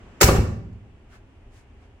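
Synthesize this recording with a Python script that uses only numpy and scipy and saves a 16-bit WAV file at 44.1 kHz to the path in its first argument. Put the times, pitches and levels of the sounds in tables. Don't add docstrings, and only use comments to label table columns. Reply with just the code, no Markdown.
import sys
import numpy as np
from scipy import signal
from scipy.fft import rfft, irfft, next_fast_len
from scipy.io import wavfile
from scipy.ndimage import map_coordinates

SR = 44100
rng = np.random.default_rng(int(sys.argv[2]) if len(sys.argv) > 2 else 0)


def wav_record(signal):
    frames = np.transpose(np.atleast_2d(signal))
    bounded = np.clip(frames, -1, 1)
    quanta = np.round(bounded * 32767).astype(np.int16)
    wavfile.write(sys.argv[1], SR, quanta)


N = 88200
TIME = np.arange(N) / SR


def amp(db):
    return 10 ** (np.asarray(db) / 20)


def pan(db):
    return amp([[db / 2], [-db / 2]])


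def at(start_s, sound):
    return np.pad(sound, [(0, 0)] * (sound.ndim - 1) + [(round(start_s * SR), 0)])[..., :N]


def curve(rows, hz):
    row_hz, values = np.transpose(rows)
    return np.interp(np.log(hz + 1), np.log(row_hz + 1), values)


def filtered(sound, gain_at):
    size = next_fast_len(N + SR // 2)
    hz = np.fft.rfftfreq(size, 1 / SR)
    return irfft(rfft(sound, size) * gain_at(hz), size)[..., :N]


def fade(fade_s, rise_s):
    return np.exp(-np.log(1000) * TIME / fade_s) * (1 - np.exp(-TIME / rise_s))


def ring(tones, rise_s, scatter_db):
    return sum(amp(db + scatter_db * rng.normal()) * np.sin(2 * np.pi * hz * TIME) * fade(fade_s, rise_s)
               for hz, db, fade_s in tones)


# frequency in Hz, likeness (1 same, 0 unrelated, -1 opposite).
STEREO_LIKENESS = [(60, 0.99), (150, .96), (300, .86), (600, .76), (1300, 0.25), (2800, -0.047),
                   (4500, -0.002), (14000, -0.55)]

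def noise(colour, tilt_db=0):
    def gain_at(hz):
        width = np.arccos(np.clip(curve(STEREO_LIKENESS, hz), -1, 1)) / 2
        level_db = curve(colour, hz) + tilt_db * np.log2(1 + hz / 500)
        return amp(level_db) * [np.cos(width), np.sin(width)]
    middle, side = filtered(rng.standard_normal((2, N)), gain_at)
    stereo = np.array([middle + side, middle - side])
    return stereo / np.sqrt(np.mean(stereo ** 2) + 1e-20)


# frequency in Hz, relative level in dB.
RUMBLE_COLOUR = [(12, -36.5), (20, -5), (74, -2), (120, -7.5), (142, -24), (234, -15), (357, -20.5),
                 (399, -15.5), (446, -24.5), (738, -25), (1330, -32), (2910, -33.5), (3950, -47),
                 (7730, -50), (16000, -69.5)]

def rumble(level_db=-49.5, waver_db=0.5, wavers_per_s=6):
    waver = map_coordinates(rng.standard_normal(64), [TIME * wavers_per_s], mode="wrap")
    return amp(level_db + waver_db * waver) * noise(RUMBLE_COLOUR)


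# frequency in Hz, relative level in dB.
SWING_COLOUR = [(30, -4.5), (70, 1.5), (250, -1), (450, -6), (800, -10.5), (1600, -14.5), (3000, -19.5),
                (4000, -31), (7500, -31), (10000, -46), (16000, -54)]

def door_swing(level_db=-50.5, end_s=.21, release_s=.02):
    return amp(level_db) * noise(SWING_COLOUR) * np.exp(-np.maximum(TIME - end_s, 0) / release_s)


# start in seconds, level in dB,
# brightness in dB per octave, left minus right in dB.
LATCH_HITS = [(0.2048, -30.5, -0.5, -7), (.2100, -8.5, -1.5, 2.5), (.2128, -5.5, 1.5, -1),
              (.2205, -14, -1, 3.5), (.2290, -6, -1, 0), (.2360, -12.5, 3, 1.5), (.2400, -12, 1.5, 6),
              (.2700, -21, -1.5, -1.5), (.2780, -21, 1, 1), (.3605, -26, -3.5, -1.5), (.643, -58, -8, -2),
              (.727, -60.5, -5, -3)]
# frequency in Hz, relative level in dB.
CRASH_COLOUR = [(100, -16), (300, -7.5), (620, -4.5), (800, -1.5), (950, -3.5), (1350, 1.5), (2800, -4),
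                (3400, -14), (4200, -6), (5700, -3.5), (7600, -5), (8800, -11), (12000, -12),
                (15500, -12.5)]
# pitch in Hz, relative level in dB, fade time in seconds.
STEEL_TONES = [(779, 5.5, 0.2), (1580, -2.5, .18), (1685.4, -2, .17), (1943, -6, .2), (2250, -4.5, 0.26),
               (4467, -10.5, 0.15), (5560, -7, .14), (5760, -2.5, .09), (6700, -4, .09), (7440, 1, 0.18)]
# frequency in Hz, left minus
# right in dB.
LATCH_BALANCE = [(250, 3.5), (740, 1.5), (1220, -1.5), (2000, -2.5), (3300, 5), (5500, -3), (9000, 0),
                 (15000, 3)]

def latch(steel_db=-24.5, rise_s=.0004):
    hits = np.zeros((2, N))
    for start_s, db, tilt_db, pan_db in LATCH_HITS:
        crash = noise(CRASH_COLOUR, tilt_db) * fade(0.048, rise_s)
        steel = np.array([ring(STEEL_TONES, rise_s, scatter_db=4) for side in range(2)])
        hits += at(start_s, amp(db) * pan(pan_db) * (crash + amp(steel_db) * steel))
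    return filtered(body_echoes(hits), lambda hz: amp(curve(LATCH_BALANCE, hz) * [[.5], [-.5]]))


def body_echoes(sound, count=6, strength=.33, longest_s=.005, side_lag_s=.00014):
    paths = rng.uniform([.0006, -1, -1], [longest_s, 1, 1], (count, 3))
    heard = []
    for channel, side in zip(sound, (1, -1)):
        bounces = sum(np.sign(flip) * at(abs(delay_s + side * direction * side_lag_s), channel)
                      for delay_s, flip, direction in paths)
        heard.append(channel + strength * bounces)
    return np.array(heard) / np.sqrt(1 + count * strength ** 2)


# start in seconds, level in dB.
STRIKER_KNOCKS = [(0.2123, -18), (.2205, -6.5)]
# pitch in Hz, relative level in dB, fade time in seconds.
STRIKER_TONES = [(370.2, -1, 0.045), (420.7, -2.5, .06), (190, -8, .08)]

def striker():
    return pan(3) * sum(at(start_s, amp(db) * ring(STRIKER_TONES, rise_s=.001, scatter_db=0.5))
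                        for start_s, db in STRIKER_KNOCKS)


# start in seconds, level in dB.
DOOR_THUMPS = [(0.2397, -8), (.2860, -14.5), (.3080, -15), (.3230, -18), (.3500, -14.5), (.3850, -13.5)]
# pitch in Hz, relative level in dB, fade time in seconds.
SKIN_TONES = [(63, -1, 0.14), (79.7, -7.5, .3), (100, -9, 0.6), (112.66, -12, 0.6), (135.6, -14.5, .3),
              (167.1, -11, .15), (229.5, -11.5, 0.22)]
# frequency in Hz, relative level in dB.
PUFF_COLOUR = [(20, -17.5), (60, -1.5), (200, -2.5), (450, -8.5), (700, -13.5), (2000, -40), (8000, -65.5)]

def door_boom(puff_db=-2, rise_s=.003):
    thumps = np.zeros((2, N))
    for start_s, db in DOOR_THUMPS:
        boom = ring(SKIN_TONES, rise_s, scatter_db=2.5)
        puff = amp(puff_db) * noise(PUFF_COLOUR) * fade(.07, rise_s)
        thumps += at(start_s, amp(db) * (boom + puff))
    return thumps


# start in seconds, level in dB.
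LOOSE_CLUNKS = [(.2855, -11.5), (.2905, -21), (.3080, -21), (.3300, -29.5), (.3640, -30.5)]
# frequency in Hz, relative level in dB.
CLUNK_COLOUR = [(80, -10), (300, -3.5), (600, -1), (950, -12), (1250, -9.5), (2000, -16.5), (5000, -29.5),
                (15000, -48)]
# pitch in Hz, relative level in dB, fade time in seconds.
LOOSE_TONES = [(395.8, -3.5, 0.38), (484, -9.5, 0.37), (555.2, -0.5, 0.17), (790, -2, .1),
               (1133, 8.5, 0.063), (1291, -5.5, .07)]

def loose_parts(ring_db=-10.5, rise_s=0.00056):
    clunks = np.zeros((2, N))
    for start_s, db in LOOSE_CLUNKS:
        thud = noise(CLUNK_COLOUR) * fade(0.077, rise_s)
        ringing = amp(ring_db) * ring(LOOSE_TONES, rise_s, scatter_db=1)
        clunks += at(start_s, amp(db) * (thud + ringing))
    return clunks


# frequency in Hz, fade time in seconds.
ECHO_FADES = [(60, 0.92), (170, 1.05), (350, 0.66), (800, 0.58), (2000, 0.55), (5500, 0.49), (9000, .39),
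              (15000, .32)]
# frequency in Hz, level next to the direct sound in dB.
ECHO_LEVELS = [(30, -9.5), (70, -7), (130, -3), (250, -2), (450, -3.5), (850, -5.5), (1400, -5.5),
               (2500, -4.5), (6000, -8.5), (14000, -6.5)]

def bay_echo(sound, delay_s=.006, build_s=0.0042):
    hiss = noise([(20, 0), (20000, 0)])
    hz, t, bands = signal.stft(hiss, SR, nperseg=512)
    decay = np.exp(-np.log(1000) * t / curve(ECHO_FADES, hz)[:, None])
    shape = decay * (1 - np.exp(-t / build_s))
    shape /= np.sqrt(N * np.mean(shape ** 2, axis=1, keepdims=True))
    levels = amp(curve(ECHO_LEVELS, hz))[:, None]
    tail = signal.istft(bands * shape * levels, SR, nperseg=512)[1]
    echo = signal.fftconvolve(sound, tail, axes=1)[:, :N]
    return pan(-1) * at(delay_s, echo)


# middle in seconds, half length in seconds, level in dB,
# brightness in dB per octave, squeak level next to the brushing in dB.
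SHOE_SCUFFS = [(1.144, 0.027, -57, -2, 0), (1.573, 0.035, -60.5, 1, -16), (1.839, .025, -64, -4, -14.5)]
# frequency in Hz, relative level in dB.
BRUSH_COLOUR = [(200, -21), (900, -5.5), (2200, -3.5), (3600, -11), (7000, -11), (9000, -14), (15000, -31)]
SQUEAK_COLOUR = [(400, -37), (1250, -10.5), (1550, -4.5), (1950, -15.5), (5000, -36)]

def shoe_scuffs():
    scuffs = np.zeros((2, N))
    for middle_s, half_s, db, tilt_db, squeak_db in SHOE_SCUFFS:
        brush = noise(BRUSH_COLOUR, tilt_db)
        squeak = amp(squeak_db) * noise(SQUEAK_COLOUR)
        swell = np.exp(-.5 * ((TIME - middle_s) / half_s) ** 2)
        scuffs += amp(db) * (brush + squeak) * swell
    return scuffs


def scene():
    slam = latch() + striker() + door_boom() + loose_parts()
    return door_swing() + slam + bay_echo(slam) + shoe_scuffs() + rumble()


def record(dry, top_hz=16000):
    rounded = dry / (1 + np.abs(dry) ** 6) ** (1 / 6)
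    return filtered(rounded, lambda hz: 1 / np.sqrt(1 + (hz / top_hz) ** 160))


dry = scene()
out = record(dry)
wav_record(out)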